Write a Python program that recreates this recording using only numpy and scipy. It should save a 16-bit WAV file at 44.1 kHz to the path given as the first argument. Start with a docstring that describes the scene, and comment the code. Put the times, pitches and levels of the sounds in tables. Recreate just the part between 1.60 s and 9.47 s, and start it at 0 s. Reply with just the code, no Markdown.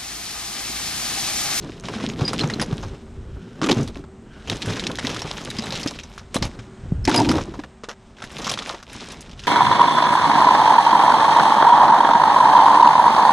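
"""Plastic hulls clack and rattle over a sack rumble as gloved hands rake a heap of spent shotgun shells.
Brass heads ring briefly, sack and tub thud; low wind or handling rumble on a chest-worn microphone, far hum.
Handfuls drop into a plastic tub; later a thin plastic bag is lifted and crinkles.
Rubbing is clumped random grains through resonances; clacks, thuds and rings are timed decaying bursts;
low rumble, outdoor air and clothing are filtered noise."""
import sys
import numpy as np
from scipy import signal
from scipy.fft import rfft, irfft
from scipy.io import wavfile
from scipy.ndimage import uniform_filter1d

SR = 44100
rng = np.random.default_rng(int(sys.argv[2]) if len(sys.argv) > 2 else 0)


def int16_out(signal):
    """Quantize to a 16-bit WAV file."""
    q = np.round(np.clip(np.atleast_2d(signal).T, -1, 1) * 32767)
    wavfile.write(sys.argv[1], SR, q.astype(np.int16))


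N = 347067

# stirring of heap and bag, one list per reach of the hands: (time [s], rattle [dB], sack rumble [dB])
REACHES = [
    [(0.0, -46, -32), (0.22, -49, -38.5), (0.27, -39, -35), (0.46, -38, -27), (0.55, -44.5, -29.5),
     (0.65, -39, -27.5), (0.85, -39, -25.5), (1.14, -44.5, -30.5), (1.29, -49.5, -37), (1.45, -58, -47),
     (1.66, -61, -45.5)],
    [(1.73, -58, -45.5), (1.99, -53, -39), (2.19, -36.5, -23), (2.24, -45, -26.5), (2.32, -56, -45),
     (2.39, -48, -35), (2.47, -82, -45)],
    [(2.72, -59, -44), (2.84, -51, -47.5), (2.93, -34.5, -24), (2.99, -40.5, -40), (3.09, -32, -26),
     (3.29, -40, -30.5), (3.4, -43.5, -36), (3.46, -31.5, -28.5), (3.68, -38.5, -36), (3.94, -42, -36.5),
     (4.15, -35.5, -33), (4.31, -39, -36.5), (4.43, -52.5, -43.5), (4.56, -46, -58), (4.68, -62, -56)],
    [(4.79, -46, -32.5), (4.9, -48, -40), (5.17, -62, -48)],
    [(5.44, -63, -49), (5.52, -31.5, -25.5), (5.61, -26.5, -16.5), (5.65, -39.5, -25.5),
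     (5.77, -31.5, -19.5), (5.85, -46, -36), (6.04, -55.5, -40.5), (6.2, -69, -75)],
    [(6.52, -60, -55), (6.64, -50, -54), (6.78, -37, -38), (6.96, -40, -37), (7.13, -33, -43.5),
     (7.22, -60.5, -62), (7.34, -40.5, -41), (7.52, -39.5, -40.5), (7.6, -50.5, -43), (7.76, -53.5, -49.5),
     (7.87, -40, -50)],
]
# colour of the rattle: (frequency [Hz], density [dB per Hz])
RATTLE_COLOUR = [(710, -12), (1200, -19.5), (1360, -5.5), (1690, -3), (2280, -1.5), (3900, 0), (4570, -5.5),
                 (5150, -2), (10200, -17.5), (12600, -69), (15500, -56)]
# brass in the heap: (frequency [Hz], width [Hz], level [dB])
BRASS_PINGS = [(4260, 49, 8.5), (4900, 120, -8), (6300, 300, 7), (9900, 150, -30), (10200, 110, -11)]
# air in the hulls: (frequency [Hz], width [Hz], level [dB])
HULL_AIR = [(503, 117, 1), (867, 466, -0.5), (1052, 890, -3.5)]
# sack and boxes under the heap: (frequency [Hz], width [Hz], level [dB])
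SACK_WALLS = [(110.5, 11, 1.5), (155, 50.5, -1), (231, 71, 0.5), (298, 99, -2), (440, 111, -8)]
# level of the low rumble over time, wind or handling: (time [s], level [dB])
RUMBLE_LEVEL = [(0.0, -44), (0.48, -43), (1.21, -35.5), (1.25, -27), (1.4, -42), (1.78, -30.5), (1.84, -56),
                (2.26, -30.5), (2.61, -48), (2.89, -40), (4.58, -45), (4.78, -41), (4.86, -22), (4.91, -42),
                (5.15, -50), (5.26, -23.5), (5.28, -34), (5.33, -24), (5.48, -26.5), (5.54, -54),
                (5.68, -24.5), (6.38, -62.5), (6.49, -44.5), (7.45, -51.5), (7.83, -37.5), (7.87, -40)]
# far outdoor noise: (frequency [Hz], density [dB per Hz])
AIR_COLOUR = [(18, -15), (30, 2), (168, -3.5), (223, 5), (320, -22.5), (383, -17), (640, -10.5),
              (1310, -16), (4520, -31), (5840, -31), (8590, -29), (12600, -89), (14000, -77)]
# a far machine: (frequency [Hz], width [Hz], relative level [dB])
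HUM_MODES = [(382, 9, -52), (226, 20, -56)]
# hum rises and sinks as the wearer turns: (time [s], gain [dB])
HUM_GAIN = [(0, -3), (1.5, 5), (2.6, 1), (4.5, -0.5), (5.2, 2.5), (6.3, -4.5), (7.87, -3.5)]
# hull on hull, or a snap of the bag: (time [s], relative level [dB], pitch [Hz],
# hollow knock [relative dB], bright edge [relative dB], scatter before clipping [s])
CONTACTS = [(0.2369, -28, 1390, -35, -54, 0.1), (0.2849, -19, 2150, -24, -53, 0.044),
            (0.3373, -19, 1170, -29, -61, 0.021), (0.362, -34, 1310, -32, -52, 0.047),
            (0.383, -28, 1340, -36, -50, 0.058), (0.4, -25, 2120, -28, -50, 0.067),
            (0.4384, -30, 3200, -23, -58, 0.056), (0.4883, -24, 5030, -32, -45, 0.065),
            (0.5746, -34, 2450, -49, -55, 0.048), (0.5906, -24, 3480, -30, -51, 0.071),
            (0.608, -24, 4260, -24.5, -57, 0.097), (0.6514, -41, 4900, -36, -59, 0.058),
            (0.678, -16, 4840, -32, -42, 0.1), (0.7319, -16, 1400, -22, -24, 0.058),
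            (0.7873, -17, 3270, -43, -38, 0.039), (0.7928, -10.5, 3070, -47, -45, 0.067),
            (0.8112, -21, 4160, -27, -45, 0.089), (0.833, -20, 1320, -19.5, -52, 0.096),
            (0.8987, -14.5, 2040, -24, -50, 0.051), (0.9373, -19, 4090, -29, -43, 0.042),
            (0.997, -12, 1670, -33, -39, 0.064), (1.0137, -14.5, 4900, -21.5, -24, 0.088),
            (1.126, -28, 1420, -30.5, -40, 0.084), (1.2309, -28.5, 1270, -28.5, -50, 0.094),
            (2.0155, -13, 1130, -22, -40, 0.066), (2.0306, -13, 1200, -37, -39, 0.11),
            (2.0613, -17, 1160, -28, -29, 0.1), (2.0878, -11, 2480, -17.5, -46, 0.13),
            (2.1122, -7.5, 3460, -16, -20, 0.069), (2.1715, -22, 1380, -37, -39, 0.07),
            (2.2089, -25, 5230, -45, -36, 0.052), (2.2283, -27.5, 5900, -50, -36, 0.09),
            (2.2758, -24.5, 4000, -36, -33, 0.066), (2.356, -37, 2200, -34, -47, 0.087),
            (2.4387, -40, 1430, -38, -65, 0.049), (2.874, -24.5, 2830, -34, -40, 0.11),
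            (2.8981, -6.5, 3650, -34, -48, 0.035), (2.9165, -17, 3200, -26, -45, 0.061),
            (2.9466, -32, 1670, -45, -41, 0.05), (3.0194, -14.5, 3660, -42, -50, 0.067),
            (3.0587, -22.5, 1510, -35, -29, 0.076), (3.1012, -20, 1670, -43, -34, 0.058),
            (3.1346, -21, 3760, -49, -38, 0.046), (3.1677, -20.5, 1670, -30, -38, 0.086),
            (3.1954, -12.5, 3500, -36, -53, 0.046), (3.2382, -18, 3000, -43, -42, 0.05),
            (3.2673, -8, 3960, -53, -38, 0.041), (3.2979, -39, 1280, -21, -58, 0.058),
            (3.315, -20, 3420, -43, -33, 0.035), (3.3548, -20, 3830, -49, -31, 0.034),
            (3.3858, -13.5, 1730, -27, -52, 0.082), (3.427, -24, 1760, -37, -41, 0.048),
            (3.4485, -15, 1980, -32, -33, 0.058), (3.4733, -16, 4200, -26, -46, 0.033),
            (3.4933, -18, 2750, -28, -31, 0.12), (3.545, -20.5, 3390, -33, -31, 0.054),
            (3.5629, -15, 1340, -36, -33, 0.049), (3.5927, -18, 3900, -49, -29, 0.052),
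            (3.6184, -16, 5400, -23, -39, 0.036), (3.6581, -26.5, 3190, -38, -41, 0.058),
            (3.675, -26, 2440, -29, -41, 0.044), (3.7089, -25, 3160, -25, -35, 0.04),
            (3.7684, -22.5, 2970, -36, -48, 0.069), (3.8096, -25, 4870, -38, -46, 0.089),
            (3.8487, -24, 4330, -37, -31, 0.05), (3.902, -21, 4060, -49, -28, 0.065),
            (3.9479, -29.5, 4120, -34, -44, 0.053), (3.9662, -24.5, 3510, -38, -36, 0.067),
            (3.9849, -19, 5000, -33, -41, 0.099), (4.0217, -23, 3320, -32, -36, 0.051),
            (4.0374, -28, 3970, -28, -38, 0.078), (4.0575, -30, 1220, -43, -30, 0.058),
            (4.1054, -20, 3960, -47, -40, 0.058), (4.123, -15.5, 4140, -30, -32, 0.11),
            (4.1533, -13, 3520, -42, -32, 0.1), (4.196, -23, 3070, -50, -31, 0.076),
            (4.2124, -25, 5470, -54, -37, 0.058), (4.2307, -15.5, 4970, -42, -40, 0.045),
            (4.2612, -22, 1550, -20.5, -30, 0.041), (4.274, -14, 4970, -51, -40, 0.061),
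            (4.3068, -37, 1360, -33, -33, 0.058), (4.3545, -30, 4250, -56, -46, 0.077),
            (4.3878, -22.5, 2660, -42, -39, 0.089), (4.4341, -26.5, 5600, -48, -56, 0.058),
            (4.5271, -40, 2980, -55, -51, 0.063), (4.578, -25, 1320, -60, -39, 0.098),
            (4.7433, -15.5, 2830, -26, -18.5, 0.11), (4.7637, -16.5, 4050, -15, -24, 0.036),
            (4.824, -12, 4550, -24.5, -33, 0.089), (4.8519, -18, 2420, -25.5, -26, 0.068),
            (4.9898, -25.5, 1310, -44, -50, 0.066), (5.452, -7, 5230, -51, -21, 0.029),
            (5.475, -9, 2030, -22, -42, 0.064), (5.494, -9.5, 1540, -18, -21, 0.044),
            (5.516, -13, 1320, -34, -39, 0.033), (5.543, -9, 2510, -15, -22, 0.07),
            (5.5602, -12.5, 4940, -20, -14, 0.042), (5.5782, -17, 4940, -15.5, -28, 0.044),
            (5.6301, -28, 1490, -28, -44, 0.066), (5.647, -18, 2630, -25, -50, 0.072),
            (5.6888, -9.5, 4700, -18.5, -39, 0.078), (5.7144, -9.5, 1250, -38, -20, 0.042),
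            (5.7502, -40, 1370, -30, -37, 0.058), (5.7815, -19, 1290, -15, -43, 0.053),
            (5.8092, -24, 1360, -42, -45, 0.064), (5.939, -32.5, 1590, -30, -50, 0.061),
            (5.9918, -29.5, 1700, -32, -59, 0.058), (6.0364, -29, 1820, -28.5, -63, 0.052),
            (6.235, -24, 1250, -37, -54, 0.079), (6.2872, -20, 1450, -29.5, -35, 0.12),
            (6.568, -37, 3030, -52, -58, 0.058), (6.584, -34, 1580, -50, -55, 0.051),
            (6.6044, -35, 1350, -43, -48, 0.065), (6.62, -24, 1410, -37, -57, 0.12),
            (6.6393, -22.5, 1770, -37, -32, 0.066), (6.6952, -40, 3270, -38, -47, 0.051),
            (6.7161, -38, 1240, -43, -37, 0.053), (6.759, -32, 1210, -43, -40, 0.053),
            (6.784, -24, 4550, -33, -33, 0.052), (6.8, -31, 1580, -37, -39, 0.053),
            (6.817, -21, 5800, -37, -39, 0.07), (6.8439, -17.5, 4040, -33, -33, 0.12),
            (6.8679, -12.5, 1130, -31, -29, 0.15), (6.8943, -9, 5340, -30, -39, 0.064),
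            (6.9135, -13.5, 3330, -25, -20, 0.082), (6.9386, -13, 3870, -26.5, -54, 0.037),
            (6.9745, -17.5, 1190, -42, -51, 0.066), (6.9886, -14, 3340, -31, -47, 0.058),
            (7.021, -20, 1180, -50, -44, 0.055), (7.07, -41, 1730, -31, -36, 0.15),
            (7.0972, -18.5, 1190, -24.5, -45, 0.044), (7.1435, -28, 1190, -28, -49, 0.051),
            (7.1891, -34.5, 1340, -55, -52, 0.12), (7.227, -27, 1310, -59, -40, 0.048),
            (7.2973, -27.5, 2880, -47, -46, 0.039), (7.3304, -32, 1550, -51, -33, 0.049),
            (7.5193, -27, 5440, -36, -32, 0.058), (7.607, -31, 5050, -54, -32, 0.065),
            (7.6605, -38, 3210, -45, -57, 0.064), (7.6946, -31, 4140, -57, -60, 0.038),
            (7.7127, -30, 3100, -57, -56, 0.048), (7.7308, -34, 3400, -57, -56, 0.047),
            (7.7933, -24.5, 3530, -56, -53, 0.067), (7.818, -37, 1470, -62, -50, 0.058),
            (7.8366, -25, 2960, -58, -49, 0.072), (7.8508, -30, 1490, -55, -51, 0.058)]
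# shells landing on sack or tub, bumps on the strap:
# (time [s], relative level [dB], pitch [Hz], cycles to -60 dB [count])
BUMPS = [(0.246, -35.5, 183, 20), (0.357, -31.5, 211, 31), (0.439, -26.5, 241, 12), (0.475, -29.5, 217, 17),
         (0.617, -15, 133, 6.7), (0.839, -20.5, 149, 16), (0.961, -27, 248, 5.8), (1.01, -25, 215, 7),
         (1.127, -19, 144, 7.2), (1.825, -43.5, 178, 48), (2.023, -20.5, 327, 3.7), (2.1, -17, 377, 8.3),
         (2.173, -27, 135.6, 37), (2.367, -34, 276, 15), (2.886, -38, 268, 13), (2.902, -39, 104, 22),
         (3.071, -29.5, 104, 31), (3.292, -32, 263, 17), (3.443, -26.5, 266, 21), (3.647, -32.5, 155, 15),
         (3.988, -28, 223, 23), (4.26, -21, 279, 9.9), (4.759, -16, 245, 5), (4.82, -16, 124, 2.6),
         (4.988, -37.5, 113, 15), (5.236, -38, 79.5, 7.4), (5.321, -13.5, 154, 4.4),
         (5.379, -28.5, 101, 11), (5.478, -14, 322, 5.7), (5.575, -21, 263, 14), (5.884, -34.5, 327, 34),
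         (5.991, -29.5, 291, 15), (6.237, -32.5, 450, 7), (6.286, -31, 406, 5.7), (6.638, -35, 224, 6.2),
         (6.864, -40, 216, 28), (7.14, -36, 355, 12), (7.347, -42, 112, 9.7), (7.516, -38, 164, 5.6)]
# brass heads struck: (time [s], level [dB], pitch [Hz], free ring before damping [s], upper modes [dB])
HEAD_STRIKES = [(0.487, -33, 6600, 0.023, -30), (0.6502, -18.5, 4900, 0.018, -36),
                (0.6779, -15, 4900, 0.014, -22), (0.732, -33, 4870, 0.009, -17),
                (0.8086, -15.5, 4140, 0.0069, -38), (0.9357, -19, 4100, 0.0028, -32),
                (1.0136, -23.5, 4900, 0.014, -4), (3.622, -27, 5590, 0.008, -28),
                (3.901, -24, 3870, 0.005, -17), (3.9854, -23, 4900, 0.0079, -34),
                (4.022, -33, 3970, 0.006, -24), (4.0382, -27, 3950, 0.0066, -10),
                (4.1056, -34, 4000, 0.0083, -28), (4.2318, -30, 4740, 0.007, -26),
                (4.2737, -24, 5180, 0.015, -28), (4.4358, -35, 5900, 0.0055, -34),
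                (4.7647, -22, 3970, 0.0074, -26), (5.4424, -31, 5250, 0.012, -23),
                (5.5397, -19.5, 5130, 0.009, -24), (5.5613, -13.5, 4950, 0.009, -22),
                (5.5744, -10.5, 4930, 0.0094, -15), (5.5936, -22, 4860, 0.0081, -10),
                (5.6885, -23, 4950, 0.0066, -29)]
# upper modes of a head: (multiple of pitch [ratio], level [dB])
UPPER_MODES = [(1.99, 0), (2.2, -12)]
# soft swishes, likely clothing as the arms swing: (middle [s], length [s], level [dB])
ARM_SWINGS = [(1.287, 0.16, -57), (1.855, 0.44, -55), (2.773, 0.2, -50.5), (5.3, 0.53, -58),
              (6.502, 0.19, -71)]
# colour of the swishes: (frequency [Hz], width [Hz], level [dB])
CLOTH_MODES = [(1440, 390, -2), (3200, 560, -7)]
# handfuls poured into the tub: (time [s], tub floor [relative dB], tub air [relative dB])
HANDFULS = [
    [(2.0, -43, -44), (2.018, -14, -34), (2.04, -9, -53), (2.088, -19, -53), (2.108, -7, -34),
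     (2.156, -21, -60), (2.18, -19, -55), (2.3, -46, -78)],
    [(5.46, -41, -78), (5.48, -2.5, -2.5), (5.522, -17, -30), (5.616, -13.5, -8), (5.636, -10, -43),
     (5.672, -23, -29), (5.694, -12.5, -22), (5.794, -22.5, -34), (5.86, -73, -67)],
]
# floor of the tub: (frequency [Hz], width [Hz], level [dB])
FLOOR_MODES = [(245, 237, -2), (304, 115, 3), (369.4, 114, -8)]
# air in the tub: (frequency [Hz], width [Hz], level [dB])
TUB_AIR_MODES = [(688, 260, -10), (808, 71, -2.5), (844, 88, -3), (970, 45, -5)]
# stereo difference: (frequency [Hz], side filter gain [dB])
SIDE_GAIN = [(60, -77), (110, -84), (200, -86), (380, -79), (700, -80), (1290, -59), (2380, -89),
             (4400, -36), (8120, -30.5), (15000, 7)]

BAG_START_S = 6.1  # heap before, bag after
BUSY_DB = -49.5  # rattle level above which ticks and pings come at full rate
SHEEN_DB, BAG_SHEEN_DB = -26.5, -29  # relative to the rattle
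HOLLOW_SHARE, HOLLOW_DB = 0.17, -2.5  # share of rumble against rattle in the hull-air level; offset
AIR_DB = -47
CUTOFF_HZ = 15750


def amp(db):
    """Decibels to gain."""
    return 10 ** (np.asarray(db) / 20)


def rms_one(x):
    """Scale to unit rms."""
    return x / np.sqrt(np.mean(x ** 2) + 1e-20)


def in_time(rows):
    """Columns of a time table, interpolated to every sample."""
    s, *columns = np.transpose(rows)
    return [np.interp(np.arange(N) / SR, s, c) for c in columns]


def colour(x, spectrum):
    """Causal filter with the given spectrum (minimum phase from the folded cepstrum)."""
    hz, db = np.transpose(spectrum)
    grid_hz = np.maximum(np.arange(2049) * SR / 4096, 1)
    log_gain = np.interp(np.log(grid_hz), np.log(hz), db) * np.log(10) / 20
    cepstrum = irfft(log_gain)
    cepstrum[1:2048] *= 2
    cepstrum[2049:] = 0
    response = irfft(np.exp(rfft(cepstrum)))
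    return signal.fftconvolve(x, response)[:len(x)]


def filtered(x, order, hz, kind):
    """Butterworth filter."""
    return signal.sosfilt(signal.butter(order, hz, kind, fs=SR, output="sos"), x)


def resonance(x, hz, width_hz):
    """Two-pole peak of gain 1."""
    r = np.exp(-np.pi * width_hz / SR)
    zeros = [(1 - r * r) / 2, 0, (r * r - 1) / 2]
    poles = [1, -2 * r * np.cos(2 * np.pi * hz / SR), r * r]
    return signal.lfilter(zeros, poles, x)


def body(x, modes):
    """Parallel resonances with alternating signs."""
    return sum((-1) ** k * amp(db) * resonance(x, hz, width_hz)
               for k, (hz, width_hz, db) in enumerate(modes))


def drift(rate_hz):
    """Slow random wander of spread 1."""
    r = np.exp(-2 * np.pi * rate_hz / SR)
    wander = signal.lfilter([1], [1, -2 * r, r * r], rng.standard_normal(N + SR))
    return rms_one(wander[SR:])  # settled part only


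def grains(per_s, spread_db, clump_db):
    """Random contacts of uneven size that come in clumps, over a faint continuous rub."""
    sizes = amp(spread_db * np.minimum(rng.exponential(1, N), 4.0)) * rng.choice([-1, 1], N)
    born = rng.random(N) < per_s * amp(clump_db * drift(25)) / SR
    return rms_one(sizes * born) + 0.12 * rng.standard_normal(N)


def add(track, s, burst):
    """Mix a burst into the track at time s."""
    i = round(s * SR)
    track[i:i + len(burst)] += burst[:N - i]


def ring_dealt(clicks, dealt, pitches_hz, relative_width):
    """Each click rings a few cycles at the pitch dealt to it."""
    return sum(resonance(clicks * (dealt == k) + 1e-18, hz, relative_width * hz) / np.sqrt(hz / 4000)
               for k, hz in enumerate(pitches_hz))


def rattle(rattle_db):
    """Dense rub of tiny contacts, each ringing at its own pitch; in the heap some touch brass."""
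    clicks = grains(per_s=4000, spread_db=1.5, clump_db=4.5)
    busy = np.minimum(amp(2 * (rattle_db - BUSY_DB)), 1)
    pitches_hz = np.geomspace(1300, 14000, 16)
    dealt = rng.integers(0, 16, N)
    rings = ring_dealt(clicks, dealt, pitches_hz, 0.36)
    # lone sharper ticks stand out
    ticks = rng.standard_normal(N) ** 2 * (rng.random(N) < 130 * busy / SR)
    snaps = ring_dealt(ticks, dealt, pitches_hz, 0.5)
    contacts = rms_one(rings + 0.3 * clicks) + 0.53 * rms_one(snaps)
    plastic = rms_one(colour(contacts, RATTLE_COLOUR))
    shape = (len(BRASS_PINGS), N)
    touches = rng.standard_normal(shape) * (rng.random(shape) < 14 * busy ** 2 / SR)
    pings = sum(body(touch + 1e-18, [mode]) for touch, mode in zip(touches, BRASS_PINGS))
    heap = np.arange(N) < BAG_START_S * SR  # the bag has no brass
    return amp(rattle_db) * (plastic + 0.18 * heap * rms_one(pings))


def sheen(rattle_db):
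    """Plastic film slides: smooth, flickering treble that follows the stirring."""
    high = filtered(rng.standard_normal(N), 4, [8500, 13000], "band")
    level_db = np.where(np.arange(N) < BAG_START_S * SR, SHEEN_DB, BAG_SHEEN_DB)
    return amp(rattle_db + level_db + 3.5 * drift(12)) * rms_one(high)


def sack_rumble(rattle_db, rumble_db):
    """Stirring grains excite the air in the hulls and the sack walls."""
    clicks = grains(per_s=500, spread_db=0.0, clump_db=6.5)
    hollow = rms_one(body(body(clicks, HULL_AIR), [(966, 660, 0)]))
    shaken = body(clicks + 0.56 * rng.standard_normal(N), SACK_WALLS)
    walls = rms_one(filtered(shaken, 2, 80, "high"))
    hollow_db = HOLLOW_DB + HOLLOW_SHARE * rumble_db + (1 - HOLLOW_SHARE) * rattle_db
    return amp(hollow_db) * hollow + amp(rumble_db) * walls


def low_rumble():
    """Lumpy low rumble of wind or handling, mostly 22-95 Hz, at an uneven level."""
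    lumps = rng.standard_normal(N) * amp(1.6 * drift(36))
    low = filtered(lumps, 2, [22, 95], "band")
    return amp(in_time(RUMBLE_LEVEL)[0]) * rms_one(low)


def outdoors():
    """Gently swaying far noise, plus two narrow noise hums."""
    hums = sum(amp(db) * rms_one(resonance(rng.standard_normal(N), hz, width_hz))
               for hz, width_hz, db in HUM_MODES)
    sway = amp(1.5 * drift(1.2))
    air = rms_one(colour(rng.standard_normal(N), AIR_COLOUR))
    return amp(AIR_DB) * sway * air + amp(in_time(HUM_GAIN)[0]) * hums


def clacks():
    """A hard tick, a few cycles at the contact's pitch, a hollow knock; neighbours shift in uneven ticks."""
    t = np.arange(2400) / SR
    noise = rng.standard_normal((len(CONTACTS), 4, len(t)))
    near, wide, edge, knock = np.zeros((4, N))
    tick = amp(-60 * t / 0.004)
    for (s, db, hz, knock_db, edge_db, scatter_s), (a, b, c, d) in zip(CONTACTS, noise):
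        lumps = np.clip(rms_one(uniform_filter1d(d, size=40)), -2, 1.5) * (1 - np.exp(-t / 0.003))
        dying = amp(7.5 * lumps - 60 * t / np.clip(scatter_s, 0.008, 0.12))
        hit_s = s + 0.00064  # the main contact follows the first touch
        crack = np.sin(2 * np.pi * hz * t) * amp(-60 * t * hz / 11.8)  # -60 dB in 11.8 cycles
        mode = [(hz, 0.5 * hz, 0)]
        scatter = body(body(a * dying, mode), mode) / np.sqrt(hz / 3000)
        add(near, hit_s, amp(db + 1.0) * crack)
        add(near, s, amp(db - 1.5) * scatter)
        add(wide, hit_s, amp(db - 23) * np.sign(b) * tick + amp(db - 13) * b * dying)
        add(edge, hit_s, amp(edge_db + 4.0) * np.sign(b) * tick + amp(edge_db - 3.5) * b * dying)
        add(knock, s, amp(knock_db + 18) * c * (dying + 0.5 * tick))
    # keep the level of white noise through the rattle colour
    wide = colour(wide, RATTLE_COLOUR) / np.std(colour(rng.standard_normal(N), RATTLE_COLOUR))
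    edge = filtered(edge + 1e-18, 4, [6000, 10800], "band")
    hollow = body(body(knock + 1e-18, HULL_AIR), [(806, 850, 0)])
    return near + wide + edge + hollow


def thuds():
    """A soft push swings the wall for a few cycles."""
    t, out = np.arange(4000) / SR, np.zeros(N)
    for s, db, hz, cycles in BUMPS:
        swell = 1 - np.exp(-t * hz * 10.3)
        swing = np.sin(2 * np.pi * hz * t) * amp(-60 * t * hz / cycles)
        add(out, s, amp(db + 12.5) * swell * swing)
    return filtered(out + 1e-18, 2, 60, "high")


def brass():
    """A head rings in two close, beating modes plus upper ones until a neighbour damps it."""
    t, out = np.arange(3000) / SR, np.zeros(N)
    splits = rng.uniform(0.024, 0.042, len(HEAD_STRIKES))
    for (s, db, hz, free_s, upper_db), split in zip(HEAD_STRIKES, splits):
        decay_db = -60 * t / 0.12 - 60 * np.maximum(t - free_s, 0) / 0.02  # free, then damped
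        shape = (1 - np.exp(-t / 0.001)) * amp(decay_db)
        upper = sum(amp(upper_db + d) * np.sin(2 * np.pi * m * hz * t) for m, d in UPPER_MODES)
        pair = np.sin(2 * np.pi * hz * t) - 0.3 * np.sin(2 * np.pi * hz * (1 + split) * t)
        add(out, s, amp(db) * shape * (pair + upper))
    return out


def swishes():
    """Smooth rubbing noise that swells and fades."""
    t = np.arange(N) / SR
    swell = sum(amp(db) * np.exp(-(2 * (t - s) / length_s) ** 2) for s, length_s, db in ARM_SWINGS)
    cloth = body(body(rng.standard_normal(N), CLOTH_MODES), CLOTH_MODES)
    return swell * rms_one(cloth)


def pours():
    """A dense hail of shells keeps floor and air of the tub ringing."""
    clicks, out = grains(per_s=250, spread_db=3.0, clump_db=2.0), np.zeros(N)
    floor = rms_one(body(body(clicks, FLOOR_MODES), FLOOR_MODES))
    air = rms_one(body(body(clicks, TUB_AIR_MODES), TUB_AIR_MODES))
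    for rows in HANDFULS:
        floor_db, air_db = in_time(rows)
        start_s, end_s = rows[0][0], rows[-1][0]
        gate_s = [start_s, start_s + 0.049, end_s - 0.03, end_s]
        falling = np.interp(np.arange(N) / SR, gate_s, [0, 1, 1, 0])
        out += falling * (amp(floor_db - 5.5) * floor + amp(air_db - 4.0) * air)
    return out


def scene():
    """All sources mixed nearly mono, with some stereo width in the highest treble."""
    rattle_db, rumble_db = in_time(np.vstack(REACHES))
    stirring = rattle(rattle_db) + sheen(rattle_db) + sack_rumble(rattle_db, rumble_db)
    background = low_rumble() + outdoors()
    impacts = clacks() + thuds() + brass()
    mid = stirring + background + impacts + swishes() + pours()
    side = colour(np.roll(mid, 130) + 0.3 * mid, SIDE_GAIN)  # roll: 130 samples late
    return np.array([mid + side, mid - side])


def record(dry):
    """The housing dulls the top octave, peaks are rounded, the top is cut."""
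    dull = filtered(dry, 2, 13500, "low")
    rounded = 0.9 * np.tanh(dull / 1.093)
    return signal.sosfilt(signal.cheby2(12, 70, CUTOFF_HZ, fs=SR, output="sos"), rounded)


dry = scene()
out = record(dry)
int16_out(out)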